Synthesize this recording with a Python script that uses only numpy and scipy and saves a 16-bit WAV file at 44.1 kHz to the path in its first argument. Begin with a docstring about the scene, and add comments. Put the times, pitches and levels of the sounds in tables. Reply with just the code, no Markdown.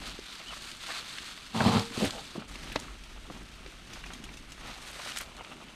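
"""Dry leaves crunch over a low rumble of air: two mountain bikes in turn climb a steep forest trail, close by.
Leaves and twigs break under the tread, grit grinds, knobs drum on the casings; a bird chirps once.
The first rear tyre spins out, its knobs catching and tearing loose; the rider's foot thuds down
and rubber groans as the bike stalls. The second bike takes one hard knock that rings its frame,
then rolls on up, its chain clinking over the sprockets."""
import sys
import numpy as np
from scipy import signal
from scipy.fft import rfft, irfft
from scipy.io import wavfile
from scipy.ndimage import uniform_filter1d

SR = 44100
rng = np.random.default_rng(int(sys.argv[2]) if len(sys.argv) > 2 else 0)


def wav_out(sig):
    """Save sig, one row per channel (or a flat mono array), as 16-bit PCM at SR to the path in sys.argv[1]."""
    wavfile.write(sys.argv[1], SR, np.round(np.clip(np.atleast_2d(sig).T, -1, 1) * 32767).astype(np.int16))


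N = 253575
TIME = np.arange(N) / SR
SECOND_BIKE_S = 2.48


def amp(db):
    """Decibels to gain."""
    return 10 ** (np.asarray(db) / 20)


def unit(x):
    """Scales to rms 1."""
    return x / np.sqrt(np.mean(x ** 2) + 1e-20)


def follow(curve):
    """A breakpoint envelope, read at every sample."""
    return np.interp(TIME, *np.transpose(curve))


def during(curve):
    """A soft-edged gate, open while an envelope lasts."""
    return uniform_filter1d(1. * ((TIME > curve[0][0]) & (TIME < curve[-1][0])), size=200)


def arch(start, length):
    """Half a sine from start over length, zero elsewhere."""
    return np.sin(np.pi * np.clip((TIME - start) / length, 0, 1))


def add(mix, s, sound):
    """Mixes a sound in at time s."""
    part = mix[max(round(s * SR), 0):][:len(sound)]
    part += sound[:len(part)]


def colour(x, spectrum, size=8192):
    """Minimum-phase EQ, so that clicks keep their sharp attacks."""
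    hz, db = np.transpose(spectrum)
    bins_hz = np.fft.rfftfreq(size, 1 / SR)
    log_gain = np.log(amp(np.interp(np.log(bins_hz + 1), np.log(hz), db)))
    cepstrum = irfft(log_gain)
    cepstrum[1:size // 2] *= 2
    cepstrum[size // 2 + 1:] = 0
    impulse = irfft(np.exp(rfft(cepstrum)))[:size // 2]
    return signal.oaconvolve(x, impulse)[:len(x)]


def drift(hz):
    """Random modulation of rms 1, up to the given rate."""
    rolloff = 1 + (np.fft.rfftfreq(N, 1 / SR) / hz) ** 4
    return unit(irfft(rfft(rng.standard_normal(N)) / rolloff, N))


def struck(modes, t, pitch=1):
    """Struck metal rings as a sum of dying sines."""
    return sum(amp(db - 60 * t / t60) * np.sin(2 * np.pi * hz * pitch * t) for hz, db, t60 in modes)


def burst(hz, t60, q, size=4096):
    """A fracture: one sharp break and a dying spray of noise through a broad resonance, peak 1."""
    spray = rng.standard_normal(size) * amp(-60 * np.arange(size) / SR / t60)
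    spray[0] += 0.14 * np.linalg.norm(spray)
    ring = signal.lfilter(*signal.iirpeak(hz, q, SR), spray)
    ring = signal.lfilter(*signal.butter(2, min(2 * hz, SR / 3), fs=SR), ring)
    return ring / abs(ring).max()


def crackle(per_s, spread_db, t60, clump_db, clump_hz, wash, grains=24):
    """Countless small clicks of uneven size, swelling in clumps, over a wash of far ones."""
    out, t = np.zeros(N), np.arange(768) / SR
    for _ in range(grains):
        at = np.flatnonzero(rng.random(N) < per_s / grains / SR)
        clicks = np.zeros(N)
        clicks[at] = amp(spread_db * np.minimum(rng.exponential(1, N)[at], 4))
        grain = rng.standard_normal(len(t)) * amp(-60 * t / (t60 * rng.uniform(.5, 2)))
        out += signal.oaconvolve(clicks, unit(grain))[:N]
    texture = unit(out) + wash * rng.standard_normal(N)
    return unit(texture * amp(clump_db * drift(clump_hz)))


# envelope of the air on the microphone: t/s, level/dB
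WIND_ENVELOPE = [(0, -43), (.35, -62), (.6, -53), (1, -60), (2.42, -56.5), (2.53, -46.5), (3.6, -51.5),
                 (4.6, -49.5), (5.12, -61), (5.28, -50.5), (5.45, -62)]
# EQ of the wind's rumble and of the forest's hush: f/Hz, level/dB
WIND_EQ = [(12, -12), (26, -1.5), (36, -7.5), (47, 3), (62, -8), (100, -16), (250, -47)]
FOREST_EQ = [(30, -14.5), (200, 4.5), (450, -6.5), (1300, -8), (3000, -2.5), (6000, -18), (10000, -24.5),
             (15500, -37)]


def air(forest_db=-57):
    """The bed: soft buffeting at the microphone and the even hush of the wood."""
    wind = unit(colour(rng.standard_normal(N), WIND_EQ + [(1000, -85)]))
    hush = unit(colour(rng.standard_normal(N), FOREST_EQ))
    return amp(follow(WIND_ENVELOPE)) * wind + amp(forest_db) * hush


def trunks(x, t60=0.2, wet_db=-16, predelay_s=.004, size=16384):
    """Adds weak scattered echoes from the trunks and the slope."""
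    t = np.arange(size) / SR
    taps = rng.standard_normal(size) * (rng.random(size) < .05)
    taps *= amp(-60 * t / t60) * (t > predelay_s)
    return x + amp(wet_db) * signal.oaconvolve(x, taps / np.linalg.norm(taps))[:N]


def bird(start_s=.458, length_s=0.071, level_db=-45.5, base_hz=2550, lift_hz=480, sag_hz=250):
    """A small bird's thin whistle rises and falls in one arch, ending lower than it began."""
    lift = arch(start_s, length_s)
    progress = np.clip((TIME - start_s) / length_s, 0, 1)
    hz = base_hz + lift_hz * lift - sag_hz * (progress - .5)
    hz *= 1 + 0.0097 * drift(300)
    whistle = unit(np.sin(2 * np.pi * np.cumsum(hz) / SR))
    return amp(level_db) * np.sqrt(lift) * whistle


# EQ of rubbed rubber's rasp: f/Hz, level/dB
RASP_EQ = [(100, -65), (400, -20), (660, -4.5), (780, -3), (900, -9), (1400, -37), (8000, -73)]


def rubber_rub(start_s=2.11, length_s=0.12, level_db=-46, start_hz=550, sag_octaves_per_s=3.5):
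    """Rubber groans and rasps as the bike stalls, its pitch sagging with the wheel's speed."""
    hz = start_hz / 2 ** (sag_octaves_per_s * np.clip(TIME - start_s, 0, length_s))
    hz *= 1 + 0.05 * drift(126)
    groan = unit(np.sin(2 * np.pi * np.cumsum(hz) / SR))
    rasp = unit(colour(rng.standard_normal(N), RASP_EQ))
    return amp(level_db) * arch(start_s, length_s) * (groan / 2 + rasp)


# cues for the second bike's chain: t/s, peak level/dB, pitch/ratio
CHAIN_CUES = [(3.037, -37, .89), (3.933, -32, 0.97), (4.062, -38, 0.92), (4.135, -31.5, 1.08),
              (4.24, -32, 1.08), (4.339, -39, 1), (4.371, -37, 0.99), (4.52, -33.5, 1.04)]
# sprocket modes: f/Hz, relative level/dB, t60/s
SPROCKET_MODES = [(2710, 4.5, 0.014), (3040, -1, .02), (3570, 2.5, 0.014), (5100, -1.5, 0.015),
                  (5860, 1, 0.015), (6200, -11, .02), (7460, -8, 0.018), (9100, -10, .015)]


def chain(rattle_s=0.0045, tick_gain=0.5, size=4096):
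    """Each link rattles into its seat: a dry tick and a short metallic ring."""
    out, t = np.zeros(N), np.arange(size) / SR
    for s, db, pitch in CHAIN_CUES:
        rattle = rng.standard_normal(size) * np.exp(-t / rattle_s)
        ring = unit(signal.oaconvolve(rattle, struck(SPROCKET_MODES, t, pitch))[:size])
        tick = unit(burst(hz=5640, t60=0.094, q=1, size=size))
        clink = ring + tick_gain * tick
        add(out, s, amp(db) * clink / abs(clink).max())
    return out


# two blows to the frame, tight enough to land as one knock: t/s, level/dB
KNOCK_CUES = [(2.7579, -26), (2.7603, -18.5)]
# frame modes: f/Hz, relative level/dB, t60/s
FRAME_MODES = [(293, -3, 0.077), (494, -17, 0.039), (625, 3.5, 0.03), (990, 8, 0.0083), (1340, -2, 0.015),
               (1560, 1, 0.0066), (1930, -5, 0.016), (2380, -15, 0.013), (3300, -13, 0.018),
               (3840, -8, 0.016), (4100, -8, .016), (4400, -27, .02), (5760, -30, 0.039)]


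def frame_knock(crack_db=-5, size=8192):
    """Each blow cracks and rings the frame's modes."""
    out = np.zeros(N)
    ring = struck(FRAME_MODES, np.arange(size) / SR)
    ring = signal.lfilter(*signal.butter(1, 130, "high", fs=SR), ring)  # a slim tube radiates little bass
    for s, db in KNOCK_CUES:
        crack = burst(hz=2430, t60=0.036, q=1, size=size)
        add(out, s, amp(db) * (ring / 2 + amp(crack_db) * crack))
    return out


# cues for boots and wheels landing on soil: t/s, level/dB, attack/s, f/Hz
THUD_CUES = [(.189, -38.5, 0.0017, 400), (1.543, -37.5, .004, 189), (1.609, -33.5, 0.0056, 142),
             (1.682, -25, 0.0025, 192), (1.977, -28.5, 0.0028, 227), (2.018, -24, 0.0081, 206.6),
             (2.038, -25.5, .0071, 280), (2.064, -33, 0.0069, 94), (2.353, -38.5, 0.0056, 326),
             (2.374, -34, 0.0075, 216), (3.302, -39, 0.0039, 138), (3.659, -45, 0.0036, 393)]
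# EQ of packing soil: f/Hz, level/dB
SOIL_EQ = [(25, -18), (80, -14), (150, 0), (230, -11), (350, -7), (520, -12), (780, -16), (1100, -34),
           (3000, -41), (12000, -82)]


def thuds(noise_db=-3, tone_db=-3, size=8192):
    """Soil packs under a weight: a quick swell of dull noise round one low thump."""
    out, t = np.zeros(N), np.arange(size) / SR
    for s, db, attack, hz in THUD_CUES:
        push = t / attack * np.exp(1 - t / attack)
        packing = unit(push * colour(rng.standard_normal(2 * size), SOIL_EQ)[size:])
        thump = unit(push * np.sin(2 * np.pi * hz * t))
        push_rms = np.sqrt(np.mean(push ** 2))
        add(out, s, amp(db) * push_rms * (amp(noise_db) * packing + amp(tone_db) * thump))
    return out


# each bike's pass-by at its nearest: t/s, then level/dB of crunch, crisp top, grit, casing
PASS_CUES = [(.7, -50, -58.5, -57.5, -60), (3.2, -55.5, -63, -58, -58)]
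# for each bike, from its nearest point until it is 3 dB fainter: t/s
PASS_FADES = [2.5, 2.2]


def pass_bys(stall_s=2.41, slowing_s=0.034):
    """Power of the four tyre layers as each bike rolls past; the first comes to a stand."""
    first, second = [amp(dbs)[:, None] ** 2 / (1 + ((TIME - s) / fade_s) ** 2)
                     for (s, *dbs), fade_s in zip(PASS_CUES, PASS_FADES)]
    moving = (1 - np.tanh((TIME - stall_s) / slowing_s)) / 2
    return np.where(TIME < SECOND_BIKE_S, first * moving, second)


# each shove at its height: t/s, length/s, then level/dB of crunch, crisp top, grit, casing
SHOVE_CUES = [(0.061, 0.19, -45, -53, -47.5, -48), (0.34, 0.14, -48, -58.5, -68, -70),
              (0.418, 0.051, -54, -64, -49, -57), (0.522, 0.064, -52, -62, -51, -66),
              (0.652, 0.28, -46.5, -52.5, -56, -62), (0.912, 0.17, -40, -48.5, -48.5, -58),
              (0.977, 0.058, -38, -47.5, -56, -72), (1.13, 0.28, -45, -53, -54, -63),
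              (1.292, 0.16, -46, -53, -61, -59), (2.031, 0.15, -37.5, -44, -44, -41),
              (2.06, 0.48, -45, -52, -51, -50), (2.412, 0.16, -62, -67, -53, -54),
              (2.502, .05, -53, -56, -54, -57), (2.554, 0.12, -51, -58, -51, -52.5),
              (2.669, 0.22, -48, -57.5, -49.5, -49), (2.836, 0.18, -52, -58.5, -51.5, -48.5),
              (3.36, 0.19, -60, -65, -50, -51.5), (3.678, 0.058, -72, -78, -77, -50.5),
              (3.956, 0.18, -51, -60.5, -56, -56), (4.103, 0.17, -53, -62.5, -52.5, -70),
              (4.251, 0.3, -57.5, -68, -55, -49.5), (4.692, .2, -47.5, -58, -48, -55.5),
              (4.96, 0.54, -47, -53.5, -48, -65), (5.082, 0.15, -41, -49, -55, -56),
              (5.18, 0.029, -39.5, -40.5, -57, -64), (5.216, 0.046, -43, -49, -62, -72),
              (5.505, 0.67, -60, -65, -50.5, -56.5)]


def shoves(attack_share=0.53, edge_drop_db=9, roundness=1.84):
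    """Power of the four tyre layers as pedal strokes, roots and slips shove a tyre into the ground."""
    power = np.zeros((4, N))
    for s, length, *dbs in SHOVE_CUES:
        # 0 at the shove's height, 1 at either end
        away = np.maximum((s - TIME) / attack_share, (TIME - s) / (1 - attack_share)) / length
        near = away < 3
        power[:, near] += amp(np.array(dbs)[:, None] - edge_drop_db * away[near] ** roundness) ** 2
    return power


# EQ of grinding grit and of the hollow tyre casing: f/Hz, level/dB
GRIT_EQ = [(200, -18.5), (420, -5.5), (600, 1.5), (820, 0.5), (1050, -0.5), (1330, 2), (1700, -13.5),
           (2800, -0.5), (10000, -66)]
CASING_EQ = [(40, -13), (90, -8.5), (125, -5.5), (170, -1), (240, -0.5), (320, -4.5), (450, -10),
             (900, -37.5), (5000, -65)]


def rolling(grit_db, casing_db, grit_trim_db=-1.5):
    """Grit grinds under the knobs, and the knobs drum on the tyre casing."""
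    grains = crackle(per_s=1100, spread_db=4.0, t60=0.0063, clump_db=3.5, clump_hz=35.4, wash=0.75)
    taps = crackle(per_s=400, spread_db=1.4, t60=0.0053, clump_db=1.5, clump_hz=28, wash=0.65)
    grit = unit(colour(grains, GRIT_EQ))
    drum = unit(colour(taps, CASING_EQ))
    return amp(grit_db + grit_trim_db) * grit + amp(casing_db) * drum


# EQ of the first bike's leaf crunch, the second bike's, and their crisp top: f/Hz, level/dB
FIRST_CRUNCH_EQ = [(200, -79), (700, -6.5), (1300, 5), (2000, 3.5), (2900, 5.5), (4400, 6.5), (5500, -3),
                   (7000, -7), (9000, -17.5), (16000, -46.5)]
SECOND_CRUNCH_EQ = [(200, -38), (700, -10.5), (1400, 0), (2000, 0.5), (2800, -1.5), (3900, 0), (4900, -4.5),
                    (6200, -7.5), (9000, -23.5), (16000, -43.5)]
CRISP_EQ = [(3500, -27.5), (5400, -8), (6400, 9), (7500, 10.5), (8500, 10), (9400, 3.5), (12000, -3),
            (14000, -9.5), (15600, -29)]


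def leaves(crunch_db, crisp_db, stems_db=-10):
    """Dry leaves break under the tread; the same fractures give the crunch and its crisp top."""
    blades = crackle(per_s=1700, spread_db=2.5, t60=0.0067, clump_db=1.44, clump_hz=34.4, wash=1.0)
    stems = crackle(per_s=110, spread_db=1.5, t60=0.0022, clump_db=0.1, clump_hz=10, wash=0)
    breaks = blades + amp(stems_db) * stems
    first, second, crisp = [unit(colour(breaks, eq))
                            for eq in (FIRST_CRUNCH_EQ, SECOND_CRUNCH_EQ, CRISP_EQ)]
    crunch = np.where(TIME < SECOND_BIKE_S, first, second)
    return amp(crunch_db) * crunch + amp(crisp_db) * crisp


def small_snaps(layer_db, over_db, spread_db, hz, spread_octaves, t60, count):
    """Stiff leaves and thin twigs break at random, riding the level of the layer round them."""
    out = np.zeros(N)
    for place, strength, pitch in rng.uniform(-1, 1, (count, 3)):
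        at = int((place + 1) / 2 * N)
        snap = burst(hz * 2 ** (spread_octaves * pitch), t60, q=1.5)
        add(out, at / SR, amp(layer_db[at] + over_db + spread_db * strength) * snap)
    return out


# cues for the loudest twigs and pebbles: t/s, peak level/dB, centre f/Hz, t60/s
SNAP_CUES = [(0.194, -36, 4080, 0.039), (0.414, -35, 2400, 0.044), (0.534, -33.5, 1510, 0.021),
             (.716, -35, 5500, .015), (.903, -28, 1410, 0.12), (1.184, -25.5, 2900, 0.034),
             (1.546, -29, 920, 0.18), (1.605, -16.5, 880, 0.043), (1.769, -22.5, 1210, 0.029),
             (1.795, -22, 3860, 0.015), (2.009, -23.5, 620, .013), (2.045, -24, 2400, 0.04),
             (2.048, -29.5, 8000, 0.054), (2.107, -21, 3930, 0.016), (2.357, -34, 774, 0.044),
             (2.556, -31.5, 2820, 0.018), (2.718, -30.5, 2390, 0.094), (2.724, -37, 9000, .025),
             (2.799, -32, 5860, 0.029), (2.882, -36, 1500, .027), (3.3, -32.5, 840, .028),
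             (3.662, -36, 2380, 0.033), (4.039, -32.5, 2110, 0.035), (4.104, -33, 1270, 0.052),
             (4.29, -36, 1800, .04), (5.121, -29, 3000, 0.0065), (5.161, -27.5, 1990, .018),
             (5.172, -21.5, 2820, 0.014), (5.186, -25, 9000, 0.013), (5.205, -30.5, 1670, .04),
             (5.211, -33, 9500, .023), (5.367, -35, 4600, 0.014), (5.409, -31, 970, 0.009),
             (5.447, -34, 2460, .03), (5.684, -38, 2600, 0.064)]


def loud_snaps():
    """Single twigs and pebbles crack out above the crunch; dry, with hardly any pitch."""
    out = np.zeros(N)
    for s, db, hz, t60 in SNAP_CUES:
        add(out, s, amp(db) * burst(hz, t60, q=1.4))
    return out


# crunch and crisp top of flung leaves at the height of the wheelspin: level/dB
FLUNG_LEVELS = [-37, -44.5]


def flung_leaves(db_per_db=0.37):
    """Power of the two leaf layers as the spinning tyre flings leaves, loosely following its force."""
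    force_db = follow(SPIN_ENVELOPE)
    level_db = np.array(FLUNG_LEVELS)[:, None] + db_per_db * (force_db - force_db.max())
    return (during(SPIN_ENVELOPE) * amp(level_db)) ** 2


# envelope of the rear tyre spinning on dirt: t/s, level/dB
SPIN_ENVELOPE = [(1.532, -52), (1.55, -35), (1.61, -26.5), (1.64, -28), (1.67, -21.5), (1.712, -26.5),
                 (1.775, -23.5), (1.83, -38.5), (1.88, -55)]
# EQ of its scrape: f/Hz, level/dB
SCRAPE_EQ = [(30, -41), (65, -13), (100, -1.5), (145, -7.5), (218, 4.5), (265, -6), (320, -13), (480, -13),
             (660, -13.5), (800, -9), (960, -9), (1220, -12.5), (1550, -22.5), (4200, -22), (7000, -41),
             (16000, -66)]


def wheelspin(knob_hz=112, jitter=.28, uneven_db=1, dirt_db=.5, spoke_hz=463, spoke_t60=.51, spoke_db=-36):
    """Knobs catch and tear loose unevenly, each spraying dirt; the shaking sets a spoke ringing."""
    knobs_passed = np.cumsum(knob_hz * np.exp(jitter * drift(69.7))) / SR
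    catches = np.diff(np.floor(knobs_passed), prepend=0) * amp(uneven_db * drift(49))
    dirt = rng.standard_normal(N) * (0.67 + np.exp(-(knobs_passed % 1) / 0.33))
    # soft rubber rounds off each catch; the dirt supplies the roughness above
    push = signal.lfilter(*signal.butter(1, 700, fs=SR), unit(catches))
    force = amp(follow(SPIN_ENVELOPE)) * during(SPIN_ENVELOPE)
    scrape = force * unit(colour(push + amp(dirt_db) * unit(dirt), SCRAPE_EQ))
    kept_per_sample = amp(-60 / spoke_t60 / SR) ** 2
    energy = signal.lfilter([1], [1, -kept_per_sample], force ** 2)
    spoke = np.sqrt(energy / energy.max()) * np.sin(2 * np.pi * spoke_hz * TIME)
    return scrape + amp(spoke_db) * spoke


# stereo width between the two microphone ports: f/Hz, side level/dB relative to mid
SIDE_EQ = [(2000, -50.5), (4500, -52), (8000, -20.5), (10000, -27), (11500, -3), (15000, 4)]


def widen(mid):
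    """Everything is central; only the top treble reaches the two ports with unrelated phase."""
    frames = signal.stft(mid, nperseg=128)[2]
    scattered = signal.istft(frames * np.exp(2j * np.pi * rng.random(frames.shape)))[1][:N]
    side = colour(scattered, SIDE_EQ)
    return np.array([mid + side, mid - side])


def scene():
    """The mix: bikes and bird echo among the trunks, over the bed of air."""
    tyre_power = pass_bys() + shoves()
    tyre_power[:2] += flung_leaves()
    crunch_db, crisp_db, grit_db, casing_db = 10 * np.log10(tyre_power + 1e-14)
    twigs = small_snaps(crunch_db, over_db=11.5, spread_db=2, hz=2430, spread_octaves=.8,
                        t60=0.017, count=20)
    leaf_edges = small_snaps(crisp_db, over_db=13, spread_db=5, hz=6000, spread_octaves=.3,
                             t60=0.011, count=36)
    ground = leaves(crunch_db, crisp_db) + rolling(grit_db, casing_db) + loud_snaps() + twigs + leaf_edges
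    bikes = ground + wheelspin() + thuds() + frame_knock() + chain() + rubber_rub()
    return widen(trunks(bikes + bird()) + air())


def record(dry, rolloff_hz=15000, edge_hz=15700):
    """The microphone dulls towards the top; a steep low-pass cuts off the rest."""
    dull = signal.lfilter(*signal.butter(2, rolloff_hz, fs=SR), dry)
    low_pass = signal.firwin(511, edge_hz, window=("kaiser", 9), fs=SR)
    return signal.oaconvolve(dull, low_pass[None], "same")


dry = scene()
out = record(dry)
wav_out(out)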